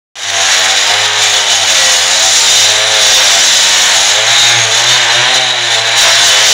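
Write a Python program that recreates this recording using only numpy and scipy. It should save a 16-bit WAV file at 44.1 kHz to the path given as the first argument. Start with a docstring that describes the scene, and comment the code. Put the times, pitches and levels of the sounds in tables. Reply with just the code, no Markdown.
"""A two-stroke cut-off saw grinds through a concrete wall, a few metres off under a half-open roof.
It fades in mid-cut: grit scrapes the concrete and keeps the steel disc ringing, harder once each disc turn,
over the throb and rasp of the exhaust. The engine sags to its lowest at 2 s, with a few short squeals, and
again before 4 s; then the push eases, the revs climb in surges and the blade catches in brief bites.
Scattered echoes thicken it all along, and the loudest peaks are limited and clipped."""
import sys
import numpy as np
from scipy import signal
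from scipy.fft import rfft, irfft
from scipy.io import wavfile
from scipy.ndimage import uniform_filter1d, minimum_filter1d

SR = 44100
rng = np.random.default_rng(int(sys.argv[2]) if len(sys.argv) > 2 else 0)


def generate_wav(signal):
    """Clip the signal to [-1, 1] and save it as 16-bit WAV at the path in sys.argv[1]."""
    frames = np.transpose(np.atleast_2d(signal))
    scaled = np.clip(frames, -1, 1) * 32767
    pcm = np.round(scaled).astype(np.int16)
    wavfile.write(sys.argv[1], SR, pcm)


N = 287961
TIME = np.arange(N) / SR
FREQ = np.maximum(np.fft.rfftfreq(N, 1 / SR), 1)
USUAL_HZ = 100  # engine speed in firings per second at which the levels below hold

# How strongly silencer and corner answer the engine.
# Each row: speed in firings per second [Hz], throb level [dB], exhaust note level [dB].
ENGINE_RESPONSE = [(85, -41, -20.5), (94, -43.5, -23.5), (95.9, -39, -19), (99.6, -43.5, -22.5),
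                   (105.5, -37, -22), (113, -33, -26), (126, -33, -26.5), (130, -37, -24)]


def undb(db):
    """Decibels to gain."""
    return 10 ** (np.asarray(db) / 20)


def unit(x):
    """Scale to rms 1."""
    return x / np.sqrt(np.mean(x ** 2))


def curve(table):
    """Points of (s, value) joined by straight lines in time."""
    s, values = np.transpose(table)
    return np.interp(TIME, s, values)


def swell(s, length):
    """A smooth rise and fall centred on time s."""
    return np.exp(-(2 * (TIME - s) / length) ** 2)


def swells(table):
    """The sum of (s, length, dB) swells, in dB."""
    return sum(db * swell(s, length) for s, length, db in table)


def walk(rate):
    """A smooth random wander of rms 1: levels held 1 / rate s and slewed twice."""
    k = max(int(SR / rate), 1)
    steps = np.repeat(rng.standard_normal(N // k + 1), k)
    return unit(uniform_filter1d(uniform_filter1d(steps, k), k)[:N])


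def colour(x, points):
    """Filter by a smooth (Hz, dB) spectrum, then scale to rms 1."""
    hz, db = np.transpose(points)
    gain = undb(np.interp(np.log(FREQ), np.log(hz), db))
    return unit(irfft(rfft(x) * gain, N))


def ring(x, modes):
    """Drive a bank of (Hz, width, dB) resonators; neighbouring modes swing in opposite senses."""
    response = 0
    for k, (hz, width, db) in enumerate(modes):
        detuning = (FREQ / hz - hz / FREQ) * hz / width
        response = response + (-1) ** k * undb(db) / (1 + 1j * detuning)
    return unit(irfft(rfft(x) * response, N))


def whine(hz, width):
    """A mode kept ringing by random rubbing; its pitch may move."""
    push = rng.standard_normal(N) + 1j * rng.standard_normal(N)
    swing = signal.lfilter([1], [1, -np.exp(-np.pi * abs(width) / SR)], push)
    return unit(np.real(swing * np.exp(2j * np.pi * np.cumsum(hz) / SR)))


def room(x, wet_db, t60, from_hz, count=4):
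    """Direct sound plus scatter from wall, floor and roof; waves below from_hz are hardly scattered."""
    scattered = irfft(rfft(x) / np.sqrt(1 + (from_hz / FREQ) ** 4), N)
    delay = TIME[:SR // 2]
    tails = rng.standard_normal((count, len(delay))) * undb(-60 * delay / t60)
    # the mix of echo paths drifts as the saw moves, 2.5 times a second
    shares = np.array([walk(2.5) for _ in tails])
    shares = shares / np.linalg.norm(shares, axis=0)
    scatter = 0
    for share, tail in zip(shares, tails):
        scatter = scatter + share * signal.fftconvolve(scattered, tail / np.linalg.norm(tail))[:N]
    return unit(x + undb(wet_db) * scatter)


def pressure():
    """Force on the blade in dB against an ordinary cut: the steady push plus each bite."""
    # How hard the blade is pressed in. Each row: time in seconds, push in dB.
    push = [(0.16, -4.5), (0.9, -1.5), (1.12, -6), (1.45, -4), (1.75, 1.5), (2.1, -.5), (2.62, 5.5),
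            (2.86, -4.5), (3.05, 3), (3.57, 2.5), (4.08, 1), (4.22, -5), (5.1, -5.5), (5.54, -10),
            (5.96, -6.5), (5.99, 2), (6.53, 0)]
    # The blade catches and bites deeper. Each row: centre in seconds, length in seconds, extra dB.
    catches = [(0.552, 0.15, 3.5), (1.263, 0.14, 5.5), (1.367, 0.064, 3.5), (1.51, 0.053, 3.5),
               (1.907, 0.13, 3), (3.15, 0.06, 5), (4.305, 0.088, 3.5), (4.44, 0.18, 8.5), (4.79, 0.11, 5),
               (4.92, 0.099, 8.5), (5.14, 0.062, 2), (5.357, 0.045, 7.5), (5.731, .12, 4.5),
               (6.016, 0.067, 9), (6.28, 0.072, 6.5), (6.495, .12, 7)]
    return curve(push) + swells(catches)


def bite_gain(turns):
    """The slightly untrue disc, belt-driven, bites harder once a turn and unsteadily in between."""
    belt_ratio = .472  # disc turns per engine turn
    once_a_turn = np.sin(2 * np.pi * belt_ratio * turns)
    return undb(0.75 * once_a_turn + 0.91 * walk(45) + 1.2 * walk(250))


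def spiky_noise(bite):
    """A dense stream of noise with uneven spikes, its strength following the bite."""
    return bite * rng.standard_normal(N) * undb(2.0 * rng.exponential(size=N))


def grind(bite, press_db):
    """Diamond grit strikes the concrete; rubbing rings the disc and guard, damped by the wet slot."""
    # Spectrum of grit on concrete. Each row: frequency in Hz, level in dB.
    scrape = [(300, -14.5), (900, -8), (2200, -0.5), (3300, 1), (4700, 1), (6000, 3.5), (7200, 3.5),
              (8200, -9), (9900, -11.5), (10700, -16), (12200, -22), (14000, -39), (16000, -40)]
    # Disc and guard modes. Each row: frequency in Hz, width in Hz, level in dB against the scrape.
    disc = [(2990, 70, -9), (4970, 65, -14), (5640, 100, -10), (5825, 70, -11), (6515, 95, -6),
            (6750, 110, -14), (7200, 60, -13), (7640, 50, -20), (9100, 120, -20), (9890, 130, -24)]
    # each mode swells and fades on its own as the rubbing spot moves
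    steel = sum(undb(db + 2.9 * walk(6.6)) * whine(np.full(N, hz), width) for hz, width, db in disc)
    # trim both ends of the spectrum but keep the level
    steel = np.std(steel) * colour(steel, [(300, -20), (2000, 0), (10000, 0), (12000, -12)])
    grit = colour(spiky_noise(bite), scrape)
    return room(grit + bite * steel, wet_db=-7, t60=.2, from_hz=300) * undb(-11 + press_db)


def rim_waves(bite, hz, press_db):
    """Waves run round the disc's rim; spin stiffens it, so they rise in pitch with engine speed."""
    # Rim waves at the usual speed. Each row: frequency in Hz, width in Hz, level in dB before radiation.
    singing = [(3452, 46, 0.5), (3578, 26, 0.5), (3710, 59, -0.5), (3860, 78, -0.5), (3980, 69, -0.5)]
    # Band in which the disc radiates them. Each row: frequency in Hz, level in dB.
    radiation = [(1000, -24), (3200, 1), (3500, 2), (3980, 5), (4180, 4.5), (9000, -30)]
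    stiffen = 1 + .1 * (hz / USUAL_HZ - 1)
    waves = sum(undb(db + 1.8 * walk(7)) * whine(f * stiffen, width) for f, width, db in singing)
    sing_db = -14 + 0.75 * press_db + 0.16 * (hz - USUAL_HZ)
    # one higher wave is driven by the cutting itself
    high_wave = whine(4365 * stiffen, width=29) * undb(-24.5 + 1.14 * press_db)
    return colour(waves, radiation) * bite * undb(sing_db) + high_wave


def squeals():
    """The disc binds in the slot and locks onto one mode, which swells and dies away."""
    # Each row: centre in seconds, length in seconds, frequency in Hz, level in dB.
    bindings = [(1.273, 0.091, 2385, -19), (1.862, 0.14, 1936, -16), (3.11, 0.37, 3500, -14),
                (4.42, 0.21, 3760, -10), (5.516, 0.13, 3840, -18), (5.885, 0.071, 1700, -19.5),
                (6.327, 0.094, 3500, -13)]
    out = np.zeros(N)
    for s, length, hz, db in bindings:
        wavering_hz = hz * (1 + 0.0065 * walk(120))
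        tone = unit(np.sin(2 * np.pi * np.cumsum(wavering_hz) / SR))
        out += swell(s, length) * undb(db) * tone
    return out


def firing_pulses(turns):
    """A two-stroke fires once a turn, a little uneven in timing and strength."""
    count = np.arange(1, int(turns[-1]))
    chance = rng.standard_normal((len(count), 2))
    at = np.interp(count + .0055 * chance[:, 0], turns, np.arange(N))
    size = undb(.8 * chance[:, 1])
    # share each pulse between the two nearest samples
    whole, part = np.clip(at.astype(int), 0, N - 2), at % 1
    return np.bincount(whole, size * (1 - part), N) + np.bincount(whole + 1, size * part, N)


def exhaust_rasp(firings, gas, revs, press_db):
    """The exhaust port opens with a crack of wavering strength, mixed with the hiss of turbulent gas."""
    # Blow-down spectrum at the port. Each row: frequency in Hz, level in dB.
    blow_down = [(200, -45), (320, -26), (500, -10.5), (680, -5.5), (900, -6.5), (1300, -8), (1550, -2.5),
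                 (2150, -2), (2650, -6), (3200, -2), (4500, -17.5), (7000, -21), (9000, -51), (15000, -60)]
    # The rasp swells or dips. Each row: centre in seconds, length in seconds, extra dB.
    rasp_swells = [(0.92, .2, 1), (2.35, .45, -3.5), (2.87, .12, -1.5), (3.3, .3, 2), (3.92, 0.074, 3),
                   (4.7, .12, -0.5), (5.24, 0.076, 1), (5.62, 0.34, -2.5), (6.06, .1, 5.5)]
    crack = room(colour(firings, blow_down), wet_db=13, t60=0.36, from_hz=300) * undb(1.4 * walk(5.4))
    rasp = unit(crack + undb(-2.0) * colour(gas, blow_down))
    return rasp * undb(-13 + 0.11 * revs + 0.21 * press_db + swells(rasp_swells))


def exhaust_note(firings, gas, revs, note_db):
    """Firings ring the silencer and nearby walls; churning gas roughens the note as the revs rise."""
    # Resonances of silencer and walls. Each row: frequency in Hz, width in Hz, level in dB.
    silencer = [(524.2, 21.6, -1), (569, 10.5, -4), (636, 32, -2), (684.2, 14.4, 6), (717.7, 8.3, 1.5),
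                (762.4, 23.7, 5.5), (837, 65, -3.5), (936, 21, -1.5), (1005, 86, -33), (1352, 41, -6)]
    churn = colour(gas, [(300, -30), (560, -14), (660, 0), (20000, 0)])
    churn = churn * undb(-6 + .35 * np.minimum(revs, 16))
    note = room(ring(unit(firings) + churn, silencer), wet_db=-1.5, t60=0.45, from_hz=880)
    # it flares and fades as the saw moves against the wall
    return note * undb(1.0 * walk(16) + note_db)


def throb(turns, throb_db):
    """A low fluttering sine, one cycle a turn, that swells for moments."""
    # Each row: centre in seconds, length in seconds, extra dB.
    booms = [(0.3, .16, 6), (1.0, 0.097, 7), (1.62, 0.13, 6), (2.62, 0.14, 5), (4.58, .2, 8), (4.9, .12, 8),
             (5.22, 0.098, 6)]
    flutter = unit(np.sin(2 * np.pi * turns) * undb(1.6 * walk(30)))
    return flutter * undb(throb_db + swells(booms))


def drone(firings, revs):
    """Firings ring the low resonances of the corner the saw stands in, louder with the revs."""
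    # Each row: frequency in Hz, width in Hz, level in dB.
    corner = [(180, 12.3, -4.5), (250.6, 17, -11.5), (283.7, 20, -5.5), (357.7, 11.7, -1.5),
              (432.6, 20, 1.5)]
    return ring(firings, corner) * undb(-36.5 + 0.22 * revs + 1.3 * walk(9))


def engine(turns, hz, press_db):
    """One train of firings feeds the rasp, the note and the drone; the throb keeps step."""
    revs = hz - USUAL_HZ  # firings per second above the usual speed
    speed_hz, *answers = np.transpose(ENGINE_RESPONSE)
    throb_db, note_db = (np.interp(hz, speed_hz, db) for db in answers)
    firings = firing_pulses(turns)
    # turbulent gas bursts at each turn and dies down to a steady rush
    gas = unit((np.exp(-(turns % 1) / 0.41) + 0.71) * rng.standard_normal(N))
    exhaust = exhaust_rasp(firings, gas, revs, press_db) + exhaust_note(firings, gas, revs, note_db)
    return exhaust + throb(turns, throb_db) + drone(firings, revs)


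def overload_hiss(bite, press_db):
    """A thin flickering hiss near 15 kHz from the overloaded recorder, rising faster than the cut's level."""
    # Each row: frequency in Hz, level in dB.
    spectrum = [(4000, -40), (11000, -9), (13900, -5), (14600, 2), (16000, -4.5)]
    return colour(spiky_noise(bite), spectrum) * undb(-36.5 + 1.75 * press_db + 3.9 * walk(400))


def low_noise(press_db):
    """Faint low noise, likely the recorder's limiter straining, that grows steeply with the cut."""
    noise = colour(rng.standard_normal(N), [(15, 15), (60, 14), (150, 8), (400, -30), (2000, -60)])
    return noise * undb(-57 + 2.1 * press_db + 2.0 * walk(14))


def scene():
    """The crankshaft fires the exhaust and turns the disc by belt; speed and pressure steer the levels."""
    # Engine speed, sagging under load and recovering. Each row: time in seconds, firings per second in Hz.
    speed = [(0.16, 100), (0.6, 93.1), (0.98, 104.9), (1.26, 105.8), (1.49, 101), (1.86, 86.9),
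             (1.99, 85.27), (2.38, 101.1), (2.87, 109.2), (3.17, 104.3), (3.44, 92.9), (3.83, 91.04),
             (4.05, 98.4), (4.29, 115), (4.42, 117.7), (4.56, 117.7), (4.68, 109.0), (4.97, 127.4),
             (5.06, 114.2), (5.34, 130.5), (5.77, 111.3), (5.98, 116.5), (6.07, 109), (6.23, 119.1),
             (6.33, 103), (6.53, 113)]
    hz = curve(speed)
    press_db = pressure()
    turns = np.cumsum(hz * (1 + .0015 * walk(25))) / SR
    bite = bite_gain(turns)
    blade = grind(bite, press_db) + rim_waves(bite, hz, press_db) + squeals()
    background = overload_hiss(bite, press_db) + low_noise(press_db)
    saw = blade + engine(turns, hz, press_db) + background
    # silent at first, then in at 0.13 of full size and up to full over 0.24 s
    start_s, fade_s = 0.155, 0.24
    fade = np.interp(TIME, [start_s, start_s + fade_s], [0.13, 1], left=0)
    return (saw * fade)[None]


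def record(dry):
    """A fast limiter holds the peaks, what overshoots is clipped, and a steep low-pass cuts the top."""
    ceiling, top_hz = 1.01, 15700
    needed = ceiling / np.maximum(np.abs(dry), ceiling)
    gain = uniform_filter1d(minimum_filter1d(needed, size=29), size=33)
    low_pass = signal.ellip(10, .1, 80, top_hz, fs=SR, output="sos")
    return signal.sosfilt(low_pass, np.clip(dry * gain, -1, 1))


dry = scene()
out = record(dry)
generate_wav(out)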